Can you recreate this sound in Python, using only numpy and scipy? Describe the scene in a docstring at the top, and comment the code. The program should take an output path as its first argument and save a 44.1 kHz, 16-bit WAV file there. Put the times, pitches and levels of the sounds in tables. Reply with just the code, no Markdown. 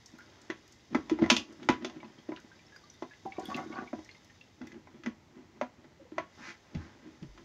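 """Drops and soft nudges open the scene; from 0.5 s a plastic siphon tube knocks on a half-empty glass tank.
The struck modes ring with a noisy clatter, and the hollow tank booms in fading sines over a murmur.
Drops (splash noise and rising bubble tones) thicken from 2 s. At 3.3-3.9 s the lifted tube chatters:
uneven bursts ring its air column, and air glugs. From 6.3 s the hose slides as a moving band of noise,
then the stand is bumped with low sagging tones. All is heard by a phone in a small, faintly noisy room."""
import sys
import numpy as np
from scipy import signal
from scipy.fft import rfft, irfft
from scipy.io import wavfile
from scipy.ndimage import uniform_filter1d

SR = 44100
rng = np.random.default_rng(int(sys.argv[2]) if len(sys.argv) > 2 else 0)


def generate_wav(sig):
    """Save sig (samples, or channels by samples) to the path in sys.argv[1] as 16-bit PCM at SR."""
    pcm = np.round(np.clip(np.atleast_2d(sig).T, -1, 1) * 32767).astype(np.int16)
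    wavfile.write(sys.argv[1], SR, pcm)


N = 328104

# what tube and panes ring with: (frequency [Hz], level [dB], time to fade 60 dB [s])
PANE_MODES = [(456, -0.5, 0.15), (639, 10, 0.04), (731.7, -0.5, 0.14), (872, 5, 0.022), (992, 2, 0.097),
              (1102, -8.5, 0.23), (1350, 6.5, 0.0083), (1735, -13, .06), (1887, -2, 0.032),
              (2009, 4, 0.028), (2190, -14, 0.043), (2590, -8, .04), (3440, -11, 0.058), (3440, 2, .03),
              (5130, -1.5, 0.014), (6170, 2, 0.01)]
# the hollow tank booms at each push: (time [s], level [dB], frequency [Hz], time to fade 60 dB [s])
TANK_BOOMS = [(0.497, -27, 328, 0.029), (0.909, -36.5, 267, 0.06), (0.948, -17, 270.4, 0.085),
              (0.965, -22, 259.5, 0.043), (1.113, -17, 319, 0.069), (1.19, -30.5, 330, 0.18),
              (1.2127, -20, 274.3, 0.05), (1.222, -10, 254, 0.026), (1.313, -16.5, 233, 0.077),
              (1.692, -11, 263, 0.041), (1.844, -32, 369, 0.05), (2.287, -25.5, 308, 0.037),
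              (2.316, -30.5, 294, 0.05), (3.021, -28.5, 314, 0.012), (3.253, -29, 307, 0.014),
              (3.381, -27, 344, 0.011), (3.43, -37, 345, 0.033), (3.481, -31, 205, 0.079),
              (3.549, -26, 241, 0.023), (3.659, -34.5, 290, 0.021), (3.7, -33, 300, 0.033),
              (3.784, -29, 221, 0.043), (3.819, -33, 315, 0.027), (3.931, -25.5, 271, 0.034),
              (3.986, -37.5, 308, 0.061), (4.608, -32.5, 250, 0.087), (5.068, -25, 229.4, 0.071),
              (5.098, -42.5, 244, 0.082), (5.616, -30.5, 250.5, 0.096), (6.118, -37, 303, 0.06)]


def undb(db):
    """Turn decibels into gain."""
    return 10 ** (np.asarray(db) / 20)


def level(x, db):
    """Scale a sound to an rms level in dB."""
    return x * undb(db) / np.sqrt(np.mean(x ** 2))


def curve(table):
    """Draw a table sample by sample: the gain, silent outside its span, then the other columns."""
    times, db, *others = np.transpose(table)
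    t = np.arange(N) / SR
    gain = undb(np.interp(t, times, db, -200, -200))
    return [gain] + [np.interp(t, times, column) for column in others]


def fade_60db(t, t60):
    """Fade evenly in decibels, losing 60 dB in t60 seconds."""
    return np.exp(-np.log(1000) * t / t60)


def ring(x, hz, t60):
    """Let x strike one mode, which rings at its own pitch and dies away."""
    pole = np.exp((2j * np.pi * hz - np.log(1000) / max(t60, .003)) / SR)
    return signal.lfilter([1], [1, -pole], x + 0j).imag


def body(x, peaks):
    """Colour x with resonances (frequency [Hz], width [Hz], level [dB]); a wide one fades fast."""
    return sum(undb(db) * width * ring(x, hz, np.log(1000) / (np.pi * width)) for hz, width, db in peaks)


def add(out, time_s, sound):
    """Mix a short sound in at a given time."""
    start = int(time_s * SR)
    out[start:start + len(sound)] += sound[:N - start]


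def tone(hz, t60, swell=0.00053, glide=0.):
    """Make a sine that swells (seconds), then fades; positive glide raises its pitch, negative lowers it."""
    t = np.arange(int(SR * (t60 + swell))) / SR
    rise = np.sin(np.pi / 2 * np.minimum(t / max(swell, 1e-4), 1)) ** 2
    fade = fade_60db(np.maximum(t - swell, 0), t60)
    return rise * fade * np.sin(2 * np.pi * hz * (t + glide * t ** 2 / t60))


def clicks(rate, spread_db):
    """Scatter random clicks, rate per second on average, some stronger than the rest."""
    size_db = spread_db * np.minimum(rng.exponential(size=N), 3)
    return (rng.random(N) < rate / SR) * rng.choice([-1, 1], N) * undb(size_db)


def band(x, lo_hz, hi_hz):
    """Keep only the sound between two frequencies."""
    return signal.sosfilt(signal.butter(2, [lo_hz, hi_hz], "band", fs=SR, output="sos"), x)


def unit(x):
    """Scale a sound to a peak of 1."""
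    return x / np.abs(x).max()


def knocks():
    """A short rough contact rings modes, most those near the spot struck; gravel and water clatter after."""
    # tube against glass: (time [s], middle-band peak [dB], body [dB], brightness [dB], favoured pitch [Hz]);
    # body and brightness are relative to the middle band
    blows = [(0.5004, -27.5, -10.5, -10.5, 2180), (0.9462, -22.5, 0.5, -12.5, 1330),
             (1.0958, -33, 0.5, -2, 1810), (1.1872, -37, 3.5, -14, 870), (1.2211, -37.5, 7, -14, 750),
             (1.2386, -30, -5, -14.5, 2030), (1.2595, -32.5, -0.5, -11, 2000), (1.292, -44, -5, 0, 2000),
             (1.2998, -15.5, -3.5, 6.5, 2600), (1.3644, -34, 0.5, 14.5, 3120), (1.6277, -48, -2, 1, 2470),
             (1.6872, -15, -1.5, -9, 900), (1.823, -49, -8, -4, 1210), (1.8457, -33, -2.5, 1.5, 2040),
             (1.8964, -49, 1.5, 2, 750), (2.0292, -47, 6, -19, 910), (2.2887, -49.5, 9.5, -9, 760),
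             (2.3183, -39.5, 3, -33, 910), (3.022, -45, 13.5, -4, 900), (3.2559, -69, 33, -18, 830),
             (3.3829, -56.5, 24.5, -14, 730), (3.9295, -42.5, 10.5, -26, 830),
             (3.9894, -58.5, 13.5, -4, 757), (4.6144, -44, -4.5, -8.5, 740), (4.6704, -48.5, -16, -3, 1950),
             (4.718, -44.5, -18, -8.5, 2030), (4.8708, -52.5, 6, -21, 1050),
             (5.0345, -43.5, -14, -4.5, 1840), (5.0599, -30.5, -10, -8.5, 1800),
             (5.6115, -30, 8, -10.5, 735), (6.1182, -52, -8, -11.5, 1395), (6.1805, -25, 2.5, -12.5, 1610),
             (6.7474, -49, 1.5, 3, 900), (7.2258, -64, -6, 14, 2140), (7.3754, -47.5, -6, -7, 1310)]
    contact_s, crack_s, rise_s = 0.0015, 0.0045, 0.0011
    favour_db, scatter_db, detune_per_db = 6, 1.5, 0.0092
    ring_db, grit_db = 1.5, 1.5
    tail_db, tail_t60_s, longer_per_db = -10, 0.12, 0.017
    high_db, top_db, thin_t60_s = -3.5, -6, .25
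    out, t = np.zeros(N), np.arange(SR // 3) / SR
    for time_s, db, low_db, bright_db, near_hz in np.array(blows):
        push = rng.standard_normal(len(t)) * np.exp(-t / contact_s)
        # no two blows excite the modes quite alike
        scatter = scatter_db * rng.standard_normal(len(PANE_MODES))
        rings = np.zeros(len(t))
        for change_db, (hz, mode_db, t60) in zip(scatter, PANE_MODES):
            near = favour_db * np.exp(-(np.log(hz / near_hz) / 0.13) ** 2)
            mode = unit(ring(push, hz * (1 + detune_per_db * change_db), t60))
            rings += undb(mode_db + change_db + near) * mode
        # a loud, bright blow leaves a longer clatter
        stretch = (1 + longer_per_db * (db + bright_db + 45.5)).clip(.5)
        fade = np.exp(-t / crack_s) + undb(tail_db) * fade_60db(t, tail_t60_s * stretch)
        # smoothed noise makes the clatter's loudness uneven
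        wander = uniform_filter1d(rng.standard_normal(len(t)), size=130) * np.sqrt(130)
        clatter = band(rng.standard_normal(len(t)), 270, 14000) * undb(grit_db * wander)
        clatter = clatter * fade * (1 - np.exp(-t / rise_s))
        blow = undb(ring_db) * unit(rings) + unit(clatter)
        # a harder contact gives more treble, a flatter one more body
        for lo, hi, share_db in [(500, 1200, low_db), (1200, 2350, 0), (2350, 3600, bright_db),
                                 (3600, 7200, bright_db + high_db), (7200, 13000, bright_db + top_db)]:
            part = band(band(blow, lo, hi), lo, hi)
            if lo > 7000:  # the top dies sooner
                part = part * fade_60db(t, thin_t60_s)
            add(out, time_s, undb(db + share_db) * unit(part))
    return out


def tank():
    """Pushes boom; drag, nudges and slosh drive an uneven murmur in the same hollow and a faint rub."""
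    # dragging tube and hose: (time [s], murmur level [dB], rub level [dB])
    drag_curve = [(0.0, -77, -72), (0.35, -65.5, -57), (0.86, -72.5, -70), (1.1, -52, -57),
                  (1.4, -45, -49.5), (1.47, -63.5, -64), (1.84, -53, -55.5), (2.11, -66.5, -61.5),
                  (2.6, -70, -62), (3.32, -74, -68), (3.55, -47.5, -50.5), (3.8, -55.5, -76),
                  (4.04, -71.5, -60.5), (4.5, -73.5, -69.5), (4.89, -67, -68), (6.6, -80.5, -63.5),
                  (6.85, -62, -58.5), (7.44, -77.5, -68.5)]
    # resonances of the hollow: (frequency [Hz], width [Hz], level [dB])
    hollow = [(228, 40, -31.5), (275, 110, 2.5), (287, 230, 13), (377, 180, 2.5)]
    # soft nudges swell in the hollow: (time of peak [s], level [dB], length [s])
    nudges = [(0.144, -52, .06), (0.198, -60, 0.024), (0.929, -39, 0.044), (0.994, -58, .06),
              (1.503, -49.5, 0.092), (1.63, -46, 0.13), (1.825, -42.5, .05), (1.965, -43.5, 0.027),
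              (2.044, -51, 0.13), (2.187, -52, 0.021), (2.448, -56, 0.036), (4.649, -48.5, 0.15),
              (4.746, -44.5, 0.079), (4.945, -54.5, 0.18), (5.061, -40, 0.046), (5.183, -63, 0.018),
              (5.374, -50, 0.13), (5.57, -54, 0.061), (5.726, -60.5, .03), (5.795, -54, 0.048),
              (5.846, -50.5, 0.048), (5.919, -61.5, 0.025), (6.02, -56.5, 0.053), (6.187, -43, 0.09),
              (6.4, -51, 0.1), (6.486, -53, 0.068), (6.757, -43, 0.096), (6.865, -55, 0.025),
              (7.065, -51, 0.15), (7.233, -47, 0.036), (7.387, -54, 0.15)]
    nudge_rise, nudge_rub_db = 0.34, -9  # share of the length spent rising; rub relative to murmur
    boom_swell_s = 0.0033
    slosh_db, slosh_t60_s = -18.5, 0.16  # murmur that follows every boom
    drag, rub_db = curve(drag_curve)
    murmur = level(band(body(clicks(600, 0.87), hollow), 200, 350), 0)
    grain = clicks(1800, 3.1)
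    panes = sum(undb(db) * ring(grain, hz, t60) for hz, db, t60 in PANE_MODES)
    rub = level(band(panes, 300, 2500), -13.5) + level(band(grain, 310, 2300), -7.0)
    booms, push, t = np.zeros(N), np.zeros(N), np.arange(N) / SR
    for time_s, db, hz, t60 in TANK_BOOMS:
        add(booms, time_s, undb(db) * tone(hz, t60, boom_swell_s))
        add(push, time_s, undb(db + slosh_db) * fade_60db(t[:SR // 2], slosh_t60_s))
    for peak_s, db, length_s in nudges:
        # 20 dB up over the rise, 20 dB down over the rest
        rising = (t - peak_s) / (nudge_rise * length_s)
        falling = (peak_s - t) / ((1 - nudge_rise) * length_s)
        push += undb(db + 20 * np.minimum(rising, falling))
    booms = band(band(booms, 180, 860), 170, 670)
    return booms + (drag + push) * murmur + (undb(rub_db) + undb(nudge_rub_db) * push) * rub


def tube_chatter():
    """The lifted tube chatters on the rim: uneven bursts ring its air column and small bubbles pop."""
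    # chatter loudness: (time [s], level [dB])
    chatter = [(3.3, -68), (3.39, -51), (3.472, -57.5), (3.516, -37), (3.548, -53.5), (3.586, -39),
               (3.68, -60.5), (3.728, -43.5), (3.79, -38.5), (3.92, -69)]
    # resonances of the air column: (frequency [Hz], width [Hz], level [dB])
    pipe = [(757, 22, 21.5), (940, 150, 10), (1123, 19, 20.5), (1250, 32, 2), (1446, 30, 13.5),
            (1780, 61, 2), (2060, 40, -18), (2140, 19, -13)]
    # air bursts out of the mouth about 45 times a second, never evenly
    gap, size = rng.standard_normal((400, 2)).T
    bursts = np.zeros(N)
    bursts[np.cumsum(SR / 45 * np.exp(.3 * gap)).astype(int) % N] = undb(4.0 * size)
    column = level(body(bursts + undb(-11.0) * clicks(400, 3.4), pipe), -0.62)
    # bubbles of every size, the high ones shortest
    pops = np.zeros(N)
    start_s, end_s = chatter[0][0], chatter[-1][0]
    for when, pitch, size in rng.random((90, 3)):
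        hz = 900 * 2 ** (2.4 * pitch)
        pop = undb(-3.0 * np.log(1.01 - size)) * tone(hz, 45 / hz, glide=0.091)
        add(pops, start_s + when * (end_s - start_s), pop)
    return curve(chatter)[0] * (column + undb(-11) * pops)


def glugs():
    """Air glugs in the tube mouth: each is a swelling sine that rises slightly as it fades."""
    # (time [s], level [dB], starting pitch [Hz])
    mouth_glugs = [(2.834, -53.5, 1163), (3.258, -33.5, 765), (3.385, -35.5, 744), (3.486, -40, 747),
                   (3.514, -34.5, 1133), (3.576, -34, 739), (3.734, -44, 1138), (3.784, -37.5, 1155),
                   (3.809, -44, 744), (3.932, -44, 729), (5.994, -51.5, 539), (6.049, -51.5, 492)]
    swell_s, t60_s = 0.0066, 0.12
    out = np.zeros(N)
    for time_s, db, hz in mouth_glugs:
        add(out, time_s, undb(db) * tone(hz, t60_s, swell_s, glide=0.05))
    return out


def hose_slide():
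    """The hose slides over the rim: friction noise moved to one gliding pitch, plus a broad hiss."""
    # (time [s], level [dB], resonance [Hz])
    slide = [(6.34, -84, 1030), (6.376, -64.5, 783), (6.42, -54.5, 1680), (6.444, -49.5, 1770),
             (6.508, -48.5, 1895), (6.556, -68, 1713), (6.58, -84.5, 1370), (6.74, -71.5, 998),
             (6.83, -59.5, 1512), (6.93, -70, 1510), (7.0, -83, 1504)]
    gain, hz = curve(slide)
    grain = clicks(5100, 1.0)
    # multiplying low noise by a gliding sine carries it up to the glide
    sweep = np.cos(2 * np.pi * np.cumsum(hz) / SR) * band(grain, 14, 560)
    return gain * (level(sweep, 0.5) + level(band(grain, 440, 8500), -4.5))


def water():
    """A drop is a small splash and a rising, fluttering bubble; fine dripping is many tiny ones over a fizz."""
    # drops: (time [s], bubble level [dB], starting pitch of bubble [Hz], time to fade 60 dB [s])
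    drops = [(0.0598, -52, 5380, 0.046), (0.1876, -46, 1424, 0.12), (0.2054, -48, 1600, 0.025),
             (2.0028, -46, 2250, 0.038), (2.045, -49, 2550, 0.025), (2.185, -53, 3200, 0.053),
             (2.3622, -38, 2840, 0.012), (2.372, -43.5, 1520, 0.022), (2.388, -54, 1470, 0.059),
             (2.516, -52.5, 1560, 0.068), (2.556, -58, 4880, 0.023), (2.666, -57, 5320, 0.04),
             (2.761, -48, 4840, 0.037), (2.84, -55.5, 4370, 0.026), (2.941, -57, 3550, 0.05),
             (2.592, -49, 2330, 0.039), (2.696, -60, 2050, 0.053), (2.722, -49, 1650, 0.11),
             (2.7611, -48.5, 1510, 0.042), (2.9, -46.5, 5820, 0.029), (3.11, -48, 1687, 0.12),
             (3.135, -43.5, 2020, 0.028), (3.321, -41, 2220, 0.038), (3.3506, -56, 3770, 0.055),
             (3.3683, -50, 2310, 0.12), (3.432, -50, 1490, 0.069), (3.4552, -42, 3330, 0.065),
             (3.5445, -29, 2675, 0.022), (3.5728, -40, 2066, 0.19), (3.725, -44.5, 2170, 0.059),
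             (3.7862, -38.5, 1460, 0.06), (3.8748, -45.5, 2265, 0.051), (4.0586, -57, 1880, 0.044),
             (4.0908, -40.5, 2070, 0.04), (4.1121, -47, 4220, 0.025), (4.148, -49.5, 2070, 0.072),
             (4.298, -50.5, 1816, 0.037), (4.4104, -43.5, 2680, 0.039)]
    # fine dripping: (time [s], level [dB])
    trickle = [(0.0, -64), (1.3, -65), (1.66, -65.5), (1.78, -67), (2.09, -66.5), (3.38, -63.5), (3.5, -53),
               (3.65, -60), (3.79, -62), (3.96, -62.5), (4.37, -66.5), (5.18, -81), (6.18, -85),
               (6.36, -62.5), (6.8, -72), (7.44, -66)]
    # the open tank colours the dripping: (frequency [Hz], width [Hz], level [dB])
    fizz_peaks = [(2090, 210, -3), (3850, 200, -3.5), (5346, 110, -3), (6360, 310, -2.5)]
    out, fine, t = np.zeros(N), np.zeros(N), np.arange(SR // 8) / SR
    for time_s, db, hz, t60 in drops:
        splash = band(rng.standard_normal(len(t)), hz / 1.21, hz * 1.47) * np.exp(-t / 0.0066)
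        bubble = tone(hz, t60, glide=0.045)
        # loudness flutters 70 times a second
        flutter = 1 + 0.42 * np.sin(2 * np.pi * (70 * np.arange(len(bubble)) / SR + rng.random()))
        add(out, time_s, undb(db) * bubble * flutter)
        add(out, time_s, undb(db - 4.5) * splash / splash.max())
    for when, pitch, size in rng.random((2500, 3)):
        hz = 1500 * 2 ** (2.3 * pitch)
        droplet = undb(-4.0 * np.log(1.01 - size)) * tone(hz, 40 / hz, glide=0.15)
        add(fine, when * N / SR, droplet)
    grain = clicks(3000, 2.7)
    fizz = level(band(grain, 2500, 12000), -2.0)
    fizz += level(band(body(grain, fizz_peaks), 1800, 7000), -5)
    return out + curve(trickle)[0] * (level(fine, -11) + fizz)


def spray():
    """Spray ticks on the panes: tiny bright bursts of noise, each with a short hiss."""
    # (time [s], peak above 7.5 kHz [dB], part under 7 kHz relative to it, before a 0.5 dB cut [dB])
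    ticks = [(0.0595, -61, 18), (0.185, -61.5, 12.5), (0.4165, -68, 19.5), (0.678, -61, 9.5),
             (0.723, -65.5, 16.5), (1.525, -71.5, 20.5), (1.6477, -71, 17), (2.4004, -69.5, 19),
             (2.7617, -66, 16), (2.8988, -68, 15), (2.9377, -68, 8), (3.259, -62, 6), (3.396, -58, 13),
             (3.454, -48, -28), (3.5044, -62, 9), (3.564, -48.5, 7), (4.047, -66, 20.5), (4.2462, -61, 8.5),
             (4.6695, -63, 13.5)]
    tick_s, smear_s, smear_db = 0.0031, 0.049, -14
    out, t = np.zeros(N), np.arange(SR // 10) / SR
    for time_s, db, under_db in ticks:
        fade = np.exp(-t / tick_s) + undb(smear_db) * np.exp(-t / smear_s)
        tick = rng.standard_normal(len(t)) * fade
        high, under = band(tick, 7500, 13000), band(tick, 4500, 7000)
        mix = high / high.max() + undb(under_db - 0.5) * under / under.max()
        add(out, time_s, undb(db) * mix)
    return out


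def stand():
    """Bumps are dull low tones that sag in pitch; a deep noise rumble follows each boom of the tank."""
    # (time [s], level [dB], starting pitch [Hz], time to fade 60 dB [s])
    bumps = [(6.751, -28.5, 168, 0.079), (6.768, -33, 87.3, 0.24), (6.8, -44, 98, 0.19),
             (6.871, -50.5, 108, 0.13), (7.223, -36.5, 169.5, 0.096), (7.249, -43.5, 133, 0.16),
             (7.289, -47, 50.9, 0.27)]
    shake_db, shake_t60_s = -35, 0.41
    out, shake, t = np.zeros(N), np.zeros(N), np.arange(SR // 2) / SR
    for time_s, db, hz, t60 in bumps:
        add(out, time_s, undb(db) * tone(hz, t60, 0.0022, glide=-0.18))
    for time_s, db, _, _ in TANK_BOOMS:
        rise = 1 - np.exp(-t / 0.013)
        add(shake, time_s, undb(db + shake_db) * fade_60db(t, shake_t60_s) * rise)
    rumble = level(band(band(rng.standard_normal(N), 50, 150), 50, 110), 0)
    return out + shake * rumble


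def air():
    """Steady room and microphone noise: random noise shaped along its spectrum."""
    # noise spectrum: (frequency [Hz], relative level [dB])
    spectrum = [(15, -53), (25, -15), (86, 7.5), (313, -1.5), (495, -5), (567, -10), (804, -6.5),
                (1710, -16.5), (2010, -8.5), (2490, -16.5), (6210, -18), (7300, -22.5), (8580, -39),
                (12800, -37.5), (15500, -37.5)]
    hz = np.maximum(np.arange(N // 2 + 1) * SR / N, 1)
    points_hz, points_db = np.transpose(spectrum)
    shape = undb(np.interp(np.log(hz), np.log(points_hz), points_db))
    return level(irfft(rfft(rng.standard_normal(N)) * shape, N), -63)


def room(x):
    """Dense, fading echoes of tank walls and a small room, starting 4 ms late."""
    t60_s, echo_db = 0.16, -8
    t = np.arange(SR // 2) / SR
    tail = rng.standard_normal(len(t)) * fade_60db(t, t60_s) * (t > .004)
    tail *= undb(echo_db) / np.sqrt(np.sum(tail ** 2))
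    return x + signal.fftconvolve(x, tail)[:N]


def microphone(x):
    """A small capsule: thin in the bass, flat to about 7 kHz, then a steep step down."""
    x = signal.sosfilt(signal.butter(3, 70, "high", fs=SR, output="sos"), x)
    main = signal.sosfilt(signal.butter(10, 6800, fs=SR, output="sos"), x)
    return main + undb(-22.0) * x


def scene():
    """Mix all sources; bumps reach the phone through hand and floor, so they skip the capsule filter."""
    tube = tube_chatter() + glugs() + hose_slide()
    airborne = microphone(room(knocks() + tank() + tube + water()))
    # spray and air are made as the capsule already hears them
    return (airborne + room(stand()) + spray() + air())[None]


def record(dry):
    """The phone cuts the top above 15.7 kHz."""
    return signal.sosfilt(signal.ellip(10, .2, 70, 15700, fs=SR, output="sos"), dry)


dry = scene()
out = record(dry)
generate_wav(out)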